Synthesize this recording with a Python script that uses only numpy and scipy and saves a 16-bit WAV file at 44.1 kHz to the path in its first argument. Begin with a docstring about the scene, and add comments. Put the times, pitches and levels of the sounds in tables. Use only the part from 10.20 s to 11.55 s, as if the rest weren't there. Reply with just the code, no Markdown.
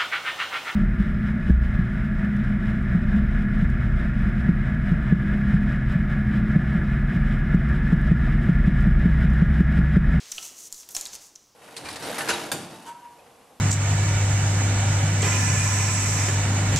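"""Film strip through the fingers

Close to a camera's microphone, in a hard-walled room, a strip of photographic film is pulled by hand.
The stiff strip hisses as it slides and buckles with sharp snaps; some snaps jolt the camera.
Behind it the room rings on for about a second over a quiet, steady hiss."""
import sys
import numpy as np
from scipy import signal
from scipy.fft import rfft, irfft, next_fast_len
from scipy.io import wavfile

SR = 44100
rng = np.random.default_rng(int(sys.argv[2]) if len(sys.argv) > 2 else 0)


def to_wav(sig):
    """Store sig (one row per channel, or 1-D mono) as 16-bit WAV at the path in sys.argv[1].

    Samples outside -1..1 are clipped; the rate is SR.
    """
    pcm = np.clip(np.atleast_2d(sig), -1, 1) * 32767
    pcm = np.round(pcm).astype(np.int16)
    wavfile.write(sys.argv[1], SR, pcm.T)  # frames by channels


N = 59535

# Colours of the steady hiss and of the room's lingering wash: (frequency [Hz], relative level [dB])
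HISS_COLOUR = [(25, -6.5), (250, -3), (700, -7), (1100, -6), (1700, -16.5), (4200, -11), (5500, -6),
               (9000, -36), (15500, -18)]
WASH_COLOUR = [(100, -26), (400, -10), (900, -8.5), (1800, -2.5), (3000, -1), (5000, 1), (8000, -5.5),
               (15000, -36)]
# Film sliding between the fingers, close up: (time [s], level [dB])
SLIDE_LEVEL = [(0, -55.5), (.105, -48.5), (.165, -42.5), (.21, -45.5), (.25, -37), (.295, -45.5),
               (.35, -51.5), (.395, -42.5), (.478, -44.5), (.492, -54.5), (.555, -49), (.6, -44),
               (.655, -55), (.69, -57), (.71, -43.5), (.735, -52), (.76, -35.5), (.83, -44.5), (.9, -65),
               (.945, -38), (.98, -74), (1.02, -48.5), (1.07, -51.5), (1.11, -62.5), (1.35, -69)]
# Colours of skin rubbing on film and of the fizz above it: (frequency [Hz], relative level [dB])
RUB_COLOUR = [(200, -50), (1000, -24.5), (2500, -22.5), (4000, -14), (5200, -9.5), (6000, 0.5),
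              (7000, -1.5), (8500, -7.5), (12000, -14), (15500, -18.5)]
FIZZ_COLOUR = [(3000, -31), (6000, -18), (12300, -9), (15500, -15)]
# Bright swish of the film's edge: (time [s], level [dB], t60 [s])
EDGE_FLICKS = [(.702, -39.5, 0.17)]
# Hands moving near the microphone: (time [s], level [dB])
SHUFFLE_LEVEL = [(0, -65.5), (.22, -57.5), (.4, -62.5), (.66, -66), (.715, -59), (.78, -56), (.9, -61),
                 (.95, -54.5), (1.02, -68), (1.35, -76)]
# Jolts that reach the camera body: (time [s], level [dB])
CAMERA_JOLTS = [(0.119, -53.5), (0.525, -53), (0.766, -50)]
# Colours of the shuffle and of a jolt's thud: (frequency [Hz], relative level [dB])
SHUFFLE_COLOUR = [(40, -6.5), (150, -4.5), (300, 4), (750, -2), (1300, -7), (3000, -16)]
THUD_COLOUR = [(10, 11), (30, -15), (70, -3.5), (150, -24), (500, -41)]
# The strip buckles, mostly in quick bright snaps, once in a slow low flex: (time [s], ring level [dB],
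# ring pitch [Hz], swell to peak [s], crack level [dB], crack tilt [dB/octave], flap level [dB])
BUCKLES = [(0.117, -20, 7430, 0.00034, -39, 4, -43), (0.1194, -19, 6030, 0.00061, -26.5, 0, -41),
           (0.1221, -25.5, 5540, 0.00066, -29, 3, -35), (0.1794, -33, 2800, 0.00047, -36, -6, -41),
           (0.1818, -22, 2980, .0008, -47, -6, -35), (0.1847, -35.5, 1300, 0.0004, -52, -4, -34),
           (0.2281, -31.5, 5600, 0.00096, -32, -1, -39), (0.5256, -20, 6970, 0.00033, -24.5, 2.5, -46.5),
           (0.544, -32, 5700, 0.00023, -32.5, 0.5, -50), (.6238, -41, 4020, 0.00034, -43, -1, -64),
           (0.6319, -40, 5670, 0.00036, -56, -3, -45), (0.6896, -29.5, 13800, 0.00033, -31.5, 3, -43),
           (.7480, -44.5, 740, 0.0041, -40, -11, -41), (0.7495, -22, 8640, 0.00022, -23, 3, -47),
           (0.7511, -19.5, 5590, 0.00087, -20, -20, -34.5), (0.766, -11.5, 6830, 0.00032, -22.5, 3, -26.5),
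           (.8108, -18.5, 7120, 0.00051, -21.5, 0.5, -50), (.8546, -22.5, 6550, 0.00026, -24.5, -3, -62),
           (.8615, -25, 3640, 0.00038, -40, -9, -32.5), (0.87, -25, 7530, 0.0003, -34, 7, -60),
           (0.9324, -29, 6500, 0.00039, -32.5, -13.5, -41.5),
           (0.9524, -32.5, 6170, 0.0013, -29.5, -0.5, -39), (.96, -33, 5830, 0.00034, -31.5, -3.5, -50),
           (1.155, -35, 6760, 0.00043, -53, -3, -61), (1.1586, -29.5, 5920, 0.00044, -41.5, -1, -49)]
# Bending modes of the curled strip: (frequency [Hz], level relative to the flap [dB], t60 [s])
BENDING_MODES = [(720, -21, 0.016), (931, -21.5, 0.045), (1150, -19, 0.029), (1450, -16.5, 0.016)]
# Colours of a snap's bright crack and dull flap: (frequency [Hz], relative level [dB])
CRACK_COLOUR = [(1000, -38), (3000, -19), (4200, 4.5), (7000, 7), (12000, 2), (15500, -12.5)]
FLAP_COLOUR = [(60, -4), (250, -20), (700, -5.5), (1500, -2.5), (3000, 4.5), (5000, 3.5), (9000, -18)]
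# Decay between the hard walls: (frequency [Hz], t60 [s])
ROOM_DECAY = [(200, 1.6), (1000, 0.82), (4000, 0.55), (5800, 0.67), (15000, 0.58)]
# Tone of the room's tail at the microphone: (frequency [Hz], gain [dB])
ROOM_COLOUR = [(200, -2.5), (1000, 5), (4200, 0.5), (6000, 1), (9000, -4), (15000, -7)]

SNAP_S = 0.08  # time allowed for one snap to die away


def amp(db):
    """Decibels to gain."""
    return 10 ** (np.asarray(db) / 20)


def unit(x):
    """Scale to rms 1."""
    return x / np.sqrt(np.mean(x ** 2) + 1e-20)


def along(points, hz):
    """(Hz, value) points read on a log axis."""
    f, v = np.transpose(points)
    return np.interp(np.log(hz + 1), np.log(f + 1), v)


def level(rows):
    """(s, dB) points as a gain per sample."""
    return amp(np.interp(np.arange(N) / SR, *np.transpose(rows)))


def filtered(x, response):
    """x through a gain that depends on frequency."""
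    n = x.shape[-1]
    padded = next_fast_len(n + n // 5)
    return irfft(rfft(x, padded) * response(np.fft.rfftfreq(padded, 1 / SR)), padded)[..., :n]


def coloured(x, spectrum):
    """x with a (Hz, dB) colour, at rms 1."""
    return unit(filtered(x, lambda hz: amp(along(spectrum, hz))))


def noise(spectrum):
    """Steady noise of a given colour."""
    return coloured(rng.standard_normal(N), spectrum)


def burst(source, s, t60, rise):
    """A quickly rising, dying piece of a noise, starting at s; its envelope sets its energy."""
    t = np.maximum(np.arange(len(source)) / SR - s, 0)
    shape = amp(-60 * t / t60) * (1 - np.exp(-t / rise))
    return unit(source * shape) * np.sqrt(np.mean(shape ** 2))


def even_burst(s, t60, rise):
    """A short white burst with its spectrum evened out, so that no pitch stands out."""
    t = np.arange(int(SNAP_S * SR)) / SR - s
    x = burst(rng.standard_normal(len(t)), s, t60, rise)
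    size = x.std()
    for _ in range(4):
        flat_spectrum = np.exp(1j * np.angle(rfft(x)))
        x = irfft(flat_spectrum, len(t)) * (t > 0) * (t < t60)
    return size * unit(x)


def add(track, s, sound):
    """Mix a short sound into a track at time s."""
    part = track[round(s * SR):][:len(sound)]
    part += sound[:len(part)]


def background(hiss_db=-63.5, wash_db=-47, fall_db_per_s=30):
    """Steady hiss under the fading wash of a room that is still ringing at the start."""
    wash_gain = amp(wash_db - fall_db_per_s * np.arange(N) / SR)
    return amp(hiss_db) * noise(HISS_COLOUR) + wash_gain * noise(WASH_COLOUR)


def slide(slips_per_s=8300, spread_db=1, fizz_peak_db=-48):
    """Tiny slips of skin on film sound through the strip's resonance; speed or a flick adds fizz."""
    slips = (rng.random(N) < slips_per_s / SR) * rng.standard_normal(N)
    slips *= amp(-spread_db * rng.standard_normal(N))
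    speed = level(SLIDE_LEVEL)
    fizz = noise(FIZZ_COLOUR)
    fizz_gain = amp(fizz_peak_db) * (speed / speed.max()) ** 1.34  # grows faster than the rub
    flicks = sum(amp(db) * burst(fizz, s, t60, rise=0.011) for s, db, t60 in EDGE_FLICKS)
    return speed * coloured(slips, RUB_COLOUR) + fizz_gain * fizz + flicks


def hands():
    """The hands shuffle softly by the microphone and pass low jolts into the camera body."""
    thud = noise(THUD_COLOUR)
    jolts = sum(amp(db) * burst(thud, s, t60=0.25, rise=0.0035) for s, db in CAMERA_JOLTS)
    return level(SHUFFLE_LEVEL) * noise(SHUFFLE_COLOUR) + jolts


def snaps(curl_spread=0.058):
    """Each buckle briefly rings the strip, with a crack and a dull flap that stirs its bending modes."""
    rings, knocks = np.zeros(N), np.zeros(N)
    t = np.arange(int(SNAP_S * SR)) / SR
    for s, ring_db, ring_hz, swell_s, crack_db, tilt, flap_db in BUCKLES:
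        swell = (t / swell_s * np.exp(1 - t / swell_s)) ** 2
        add(rings, s, amp(ring_db) * swell * np.sin(2 * np.pi * ring_hz * t))
        detune = np.exp(curl_spread * rng.standard_normal())  # the curl changes from snap to snap
        bends = sum(amp(db + rng.normal(0, 1) - 60 * t / t60) * np.sin(2 * np.pi * hz * detune * t)
                    for hz, db, t60 in BENDING_MODES)
        crack = even_burst(0, t60=0.0076, rise=0.0001)
        flap = even_burst(0, t60=0.015, rise=0.000276)
        tilted = [(hz, db + tilt * np.log2(hz)) for hz, db in CRACK_COLOUR]
        add(knocks, s, amp(crack_db) * crack.std() * coloured(crack, tilted))
        add(knocks, s, amp(flap_db) * (flap.std() * coloured(flap, FLAP_COLOUR) + bends))
    return rings, knocks


def early_echoes(x, gap_s=0.0015):
    """Hands and close surfaces scatter each snap back to the microphone, by new paths every time."""
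    scattered = np.zeros(N)
    cuts = sorted(row[0] for row in BUCKLES) + [N / SR]
    for start, end in zip(cuts, cuts[1:]):
        snap = x[round(start * SR):round(end * SR)]
        echoes = even_burst(gap_s, t60=0.022, rise=0.00041)
        add(scattered, start, signal.fftconvolve(snap, echoes / np.linalg.norm(echoes)))
    return scattered


def room(x):
    """Farther off, the hard walls return a diffuse tail whose treble dies first."""
    hz, t, bands = signal.stft(rng.standard_normal(SR), SR, nperseg=256)
    decay = amp(-60 * t / along(ROOM_DECAY, hz)[:, None])
    tail = signal.istft(bands * decay, SR, nperseg=256)[1]
    wet = signal.fftconvolve(x, tail / np.linalg.norm(tail))[:N]
    return filtered(wet, lambda f: amp(along(ROOM_COLOUR, f)))


def scene(snap_send_db=-2, rub_send_db=-23, early_db=-7.5):
    """Film and hands close to the microphone, the room behind, the same in both channels."""
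    rings, knocks = snaps()
    rub = slide()
    clicks = rings + knocks
    radiated = knocks + amp(-7.5) * rings  # the rings reach the room less than the cracks
    tail = room(amp(snap_send_db) * radiated + amp(rub_send_db) * rub)
    mono = clicks + amp(early_db) * early_echoes(clicks) + rub + tail + hands() + background()
    return np.array([mono, mono])


def record(dry, top_hz=15600):
    """The camera cuts off steeply above its band limit."""
    return filtered(dry, lambda hz: 1 / np.sqrt(1 + (hz / top_hz) ** 200))


dry = scene()
out = record(dry)
to_wav(out)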